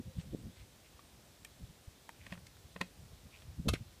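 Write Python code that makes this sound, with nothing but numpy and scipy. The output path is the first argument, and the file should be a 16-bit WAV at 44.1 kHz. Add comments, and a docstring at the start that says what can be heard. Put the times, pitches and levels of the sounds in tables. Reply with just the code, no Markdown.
"""On a concrete sidewalk, a child pushes a small kick scooter a few steps ahead of the microphone.
The wheels clack over joints, thumping the deck and ringing the frame, and hard scrapes ring the metal.
Grit snaps underneath and shoes scuff the ground, all with a weak echo from the street.
Light wind buffets the microphone over a steady outdoor hiss."""
import sys
import numpy as np
from scipy import signal
from scipy.fft import rfft, irfft
from scipy.io import wavfile

SR = 44100
rng = np.random.default_rng(int(sys.argv[2]) if len(sys.argv) > 2 else 0)


def master(y):
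    """Save y as 16-bit WAV."""
    cut = np.clip(np.atleast_2d(y).T, -1, 1)
    pcm = np.round(cut * 32767)  # scale
    wavfile.write(sys.argv[1], SR, pcm.astype(np.int16))


N = 176400
T = np.arange(N) / SR
HZ = np.maximum(np.fft.rfftfreq(N, 1 / SR), 1)


# Wheel knocks. Each row: time in seconds, crunch level in dB, frame ring in dB, deck thump in dB,
# brightness in dB per octave.
KNOCKS = [(2.2658, -54, -44.5, -67, 1.5), (2.3241, -51, -37, -38, 1), (2.3760, -59, -58, -50, -2),
          (2.7625, -50.5, -43.5, -44, -2.5), (2.8132, -33.5, -27.5, -35, -1)]
# The tone of a knock. Each row: frequency in Hz, relative level in dB.
KNOCK_TONE = [(60, -24.5), (270, -17), (400, -2.5), (620, 2), (780, -6), (1080, 2), (1500, 0.5),
              (1900, -2.5), (3000, -11.5), (4100, -4), (5000, -16), (6300, -16), (10000, -21.5),
              (15000, -33)]
# Notes of the frame and wheel. Each row: pitch in Hz, relative level in dB, seconds to fade by 60 dB.
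FRAME_NOTES = [(258, -12.5, 0.069), (542, -14.5, 0.058), (680, -15, 0.059), (1007, -13.5, 0.035),
               (1480, -13, 0.01), (1850, -0.5, 0.024), (2550, -7, 0.033), (2770, -13, 0.03),
               (3270, -16.5, 0.048), (3400, -24, 0.034), (3850, -14, 0.02)]

def wheels(strike_db=20, rebound_s=.00198, rebound_db=-1, thump_lead_s=0.003):
    """A wheel drops into a joint: the deck thumps, the far edge hits twice and crunches, the frame rings."""
    out = np.zeros(N)
    deck_hz, deck_fade_s = 183.6, 0.11
    for s, db, ring_db, thump_db, slope_db in KNOCKS:
        strike = amp(strike_db) * (click(s) + amp(rebound_db) * click(s + rebound_s))
        crunch = burst(s, rise_s=0.0023, decay_s=0.005) * rng.standard_normal(N)
        out += amp(db) * filtered(strike + crunch, tilted(KNOCK_TONE, slope_db))
        out += amp(ring_db) * ring(s, FRAME_NOTES)
        out += amp(thump_db) * ring(s - thump_lead_s, [(deck_hz, 0, deck_fade_s)])
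    return out


# Hard scrapes at a joint. Each row: peak time in seconds, level in dB, rise in seconds,
# decay in seconds, brightness in dB per octave, metal ring above the grinding in dB.
HARD_SCRAPES = [(3.6880, -26.5, 0.0033, 0.0064, 0.14, 8.5), (3.737, -37.5, .003, .008, 0, 5.5)]
# The tone of the grinding. Each row: frequency in Hz, relative level in dB.
GRIND_TONE = [(150, 9.5), (600, 6), (900, -3.5), (1280, 5), (1600, 0.5), (1900, -9), (2500, -3.5),
              (3300, 2), (4150, 1.5), (4800, -3.5), (6200, -2.5), (8000, -7.5), (10800, -9), (12000, -13),
              (15000, -18)]
# Notes of the metal parts. Each row: pitch in Hz, relative level in dB, seconds to fade by 60 dB.
METAL_NOTES = [(1236, -2.5, 0.08), (1456, -9, 0.02), (2050, 2, .12), (2150, -1, 0.14), (2190, -4.5, 0.072),
               (2660, 3.5, 0.045), (3080, 0, 0.067), (4120, -6, 0.033), (5550, 2, .09), (6180, -13, 0.034),
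               (10500, -3, 0.032)]

def scrapes(bite_lead_s=0.0058):
    """Longer, brighter blows bite suddenly and grind on the concrete; the grinding rings the metal."""
    out = np.zeros(N)
    # Each note boosts a narrow range of frequencies.
    metal = sum(amp(db) / (1 + 2j * np.pi * (HZ - hz) * fade_s / np.log(1000))
                for hz, db, fade_s in METAL_NOTES)
    for s, db, rise_s, decay_s, slope_db, ring_db in HARD_SCRAPES:
        contact = .5 + .5 * np.tanh((T - s + bite_lead_s) / 0.00035)  # switches on just before the peak
        grind = contact * burst(s, rise_s, decay_s) * rng.standard_normal(N)
        tone = tilted(GRIND_TONE, slope_db) * (1 + amp(ring_db) * metal)
        out += amp(db) * filtered(grind, tone)
    return out


# Snaps of grit. Each row: start in seconds, ping level in dB, ping pitch in Hz,
# seconds for the ping to fade by 60 dB, tick level in dB, wheel ring in dB.
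GRIT_SNAPS = [(0.9926, -49.5, 1154, 0.038, -56, -60), (1.4487, -44, 8470, 0.0094, -31.5, -67),
              (1.4504, -40.5, 2375, 0.013, -54, -48.5), (2.0917, -41.5, 920, 0.02, -37, -62),
              (2.0929, -32, 2000, 0.0029, -75, -58), (2.3427, -48, 2860, 0.0075, -48, -60),
              (2.354, -45.5, 1370, 0.005, -56, -69), (2.4682, -51.5, 2150, 0.026, -56, -65),
              (2.5684, -57, 1530, 0.012, -51, -63), (3.4217, -46, 3300, 0.0068, -52, -58.5)]
# The tone of a tick. Each row: frequency in Hz, relative level in dB.
TICK_TONE = [(500, -20), (2000, -1.5), (3400, -5), (4800, -9), (6000, -2.5), (8400, -3), (10500, -8),
             (12500, -5), (15000, -13)]
# Notes a snap rings in the wheel. Each row: pitch in Hz, relative level in dB, seconds to fade by 60 dB.
WHEEL_NOTES = [(1833, -3, 0.037), (2336, -5, 0.049), (2470, -10, 0.054), (3235, -1.5, 0.025),
               (3794, -2, 0.016), (4230, -13, 0.022)]

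def grit(crumble_db=-14):
    """Small stones snap: a sharp tick that crumbles, a short ping and a trace of ringing wheel."""
    ringing, ticks = np.zeros(N), np.zeros(N)
    for s, db, hz, fade_s, tick_db, ring_db in GRIT_SNAPS:
        ringing += amp(db) * ring(s, [(hz, 0, fade_s)]) + amp(ring_db) * ring(s, WHEEL_NOTES)
        crumble = amp(crumble_db) * burst(s, rise_s=.0001, decay_s=0.002) * rng.standard_normal(N)
        ticks += amp(tick_db) * (click(s) + crumble)
    return ringing + filtered(ticks, amp(curve(TICK_TONE, HZ)))


# Soft scuffs. Each row: peak time in seconds, level in dB, half length in seconds,
# middle frequency in Hz, width in octaves.
SHOE_SCUFFS = [(0.203, -59.5, 0.014, 2430, 1), (0.594, -63, 0.022, 2470, 0.62),
               (0.862, -68, 0.018, 2400, 0.3), (2.24, -67.5, 0.053, 2270, 0.37),
               (2.325, -60.5, 0.02, 1780, 1.2), (2.469, -54, 0.0024, 4440, .8),
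               (3.345, -61.5, 0.016, 2470, 0.16), (3.37, -67, 0.036, 2630, 0.96),
               (3.74, -40.5, 0.0022, 2370, 0.45), (3.754, -47.5, 0.0069, 2080, .45)]

def shoes(grain_db=5.0):
    """Soles brush the concrete in grainy swishes."""
    grain = normalized(amp(grain_db * noise(HZ < 400)))  # a fast, random flutter in level
    return grain * sum(amp(db) * swell(s, half_s) * noise(band(hz, octaves))
                       for s, db, half_s, hz, octaves in SHOE_SCUFFS)


# The tone of the wind's rumble. Each row: frequency in Hz, relative level in dB.
RUMBLE_TONE = [(20, -34), (45, 3.5), (75, 7), (170, -2.5), (300, -16.5), (600, -21.5), (2000, -33)]
# Gusts. Each row: peak time in seconds, level in dB, half length in seconds, upper edge in Hz.
WIND_GUSTS = [(.003, -36.5, 0.0082, 245), (0.075, -46, 0.016, 204), (0.185, -37.5, 0.013, 196),
              (0.303, -48.5, 0.045, 182), (0.339, -41.5, 0.011, 400), (0.375, -52.5, 0.044, 312),
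              (0.461, -44.5, 0.024, 230), (0.624, -51, 0.027, 126), (1.176, -62, 0.024, 190),
              (1.618, -51.5, 0.017, 226), (1.639, -49, 0.011, 131), (1.701, -49.5, 0.0068, 169),
              (2.235, -58.5, 0.035, 151), (2.37, -60.5, 0.11, 167), (2.657, -57, 0.014, 130),
              (3.02, -51.5, 0.03, 159), (3.13, -50.5, 0.025, 120), (3.257, -53, 0.014, 200),
              (3.5, -53.5, 0.067, 136), (3.601, -40, 0.012, 238), (3.674, -33, 0.011, 450),
              (3.697, -35.5, 0.03, 195), (3.72, -31.5, 0.015, 158), (3.773, -41.5, 0.0086, 118),
              (3.813, -43.5, 0.01, 185), (3.882, -57.5, .018, 110)]
# Pops from single swirls of air. Each row: time in seconds, level in dB, seconds from middle to peak.
WIND_POPS = [(0.348, -28.5, 0.00072), (1.882, -42.5, 0.0023), (3.6015, -30.5, 0.0015), (3.675, -27, 0.0017),
             (3.7385, -25.5, 0.00055)]

def wind(rumble_db=-64.5, waver_db=-1, gust_low_hz=56, steepness=4.4):
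    """Wind hits the microphone with a low rumble, short gusts and small swirls of air that pop."""
    drift = noise((HZ < 12) / np.sqrt(HZ))
    out = amp(rumble_db + waver_db * drift) * noise(amp(curve(RUMBLE_TONE, HZ)))
    low_cut = 1 / np.sqrt(1 + (gust_low_hz / HZ) ** 6)
    for s, db, half_s, edge_hz in WIND_GUSTS:
        gentle_high_cut = 1 / np.sqrt(1 + (HZ / edge_hz) ** 2)
        steep_high_cut = 1 / np.sqrt(1 + (HZ / edge_hz) ** (2 * steepness))
        out += amp(db) * swell(s, half_s) * noise(low_cut * gentle_high_cut * steep_high_cut)
    for s, db, half_s in WIND_POPS:
        offset = (T - s) / half_s
        out -= amp(db) * offset * np.exp((1 - offset ** 2) / 2)  # one push, then one pull
    return out


# The tone of the outdoor hiss. Each row: frequency in Hz, relative level in dB.
HISS_TONE = [(120, -48), (200, 3.5), (258, -1), (326, -3), (636, -5), (946, -10), (1020, -9.5), (1170, -11),
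             (2650, -12), (3800, -12), (5260, -12), (8570, -16.5), (15000, -20)]
# A thin, high sizzle. Each row: middle frequency in Hz, width in octaves, level in dB.
SIZZLE_BANDS = [(7780, 0.082, -82.5), (8640, 0.046, -86), (3590, 0.2, -80)]

def air(hiss_db=-63.5, waver_db=4, hum_db=-68.5, hum_fade_s=0.6):
    """Steady hiss, a wavering high sizzle and a faint, far hum that fades early on."""
    hiss = amp(hiss_db) * noise(amp(curve(HISS_TONE, HZ)) / (1 + (150 / HZ) ** 4))
    sizzle = sum(amp(db + waver_db * noise(HZ < 7)) * noise(band(hz, octaves))
                 for hz, octaves, db in SIZZLE_BANDS)
    hum = amp(hum_db) * np.exp(-(T / hum_fade_s) ** 2) * noise(band(hz=522, octaves=.05))
    return hiss + sizzle + hum


# How long the street echoes. Each row: frequency in Hz, seconds to fade by 60 dB.
ECHO_TIMES = [(200, 0.44), (1000, 0.093), (2500, 0.18), (6000, 0.2), (14000, 0.18)]

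def street_echo(x):
    """Sound bounces off houses and cars and blurs into a short tail."""
    hz, t, spectrum = signal.stft(rng.standard_normal(SR // 2), SR, nperseg=256)
    fade = amp(-60 * t / curve(ECHO_TIMES, hz)[:, None])
    tail = signal.istft(spectrum * fade, SR, nperseg=256)[1]
    return signal.fftconvolve(x, tail / np.linalg.norm(tail))[:N]


def amp(db):
    """Turns decibels into a multiplier."""
    return 10 ** (np.asarray(db) / 20)


def normalized(x):
    """Scales a signal to an average (rms) level of 1."""
    return x / np.sqrt(np.mean(x ** 2) + 1e-20)


def curve(points, hz):
    """Joins a table's points with lines on a pitch scale."""
    frequency, value = np.transpose(points)
    return np.interp(np.log(hz + 1), np.log(frequency + 1), value)


def tilted(points, slope_db):
    """A tone made brighter or duller."""
    return amp(curve(points, HZ) + slope_db * np.log2(np.maximum(HZ / 2000, .25)))


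def band(hz, octaves):
    """A bell-shaped range of frequencies."""
    return np.exp(-.5 * (np.log2(HZ / hz) / octaves) ** 2)


def noise(tone):
    """Noise with the given tone, at level 1."""
    return normalized(irfft(rfft(rng.standard_normal(N)) * tone, N))


def filtered(x, tone):
    """Gives a sound a tone, with an average (rms) gain of 1."""
    return irfft(rfft(x) * tone / np.sqrt(np.mean(abs(tone) ** 2)), N)


def click(s):
    """One sharp click at s seconds."""
    return 1. * (np.arange(N) == round(s * SR))


def burst(s, rise_s, decay_s):
    """A level that climbs to a sharp peak at s seconds and dies away."""
    return np.exp(-np.minimum(np.maximum((s - T) / rise_s, (T - s) / decay_s), 20))


def swell(s, half_s):
    """A smooth rise and fall around s seconds."""
    return np.exp(-.5 * ((T - s) / half_s) ** 2)


def ring(s, notes):
    """The fading notes of an object struck at s seconds."""
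    out, t = np.zeros(N), np.arange(SR // 4) / SR
    ringing = sum((-1) ** k * amp(db - 60 * t / fade_s) * np.sin(2 * np.pi * hz * t)
                  for k, (hz, db, fade_s) in enumerate(notes))
    part = out[round(s * SR):][:len(t)]
    part += ringing[:len(part)]
    return out


def scene(echo_db=-14.5):
    """Scooter and shoes in the open street, with wind and hiss."""
    near = wheels() + scrapes() + grit() + shoes()
    return (near + amp(echo_db) * street_echo(near) + wind() + air())[None]


def record(dry):
    """Cuts the highest treble, above 15350 Hz."""
    high_cut = signal.firwin(511, 15350, window=("kaiser", 9), fs=SR)
    return signal.oaconvolve(dry, high_cut[None], "same")


dry = scene()
out = record(dry)
master(out)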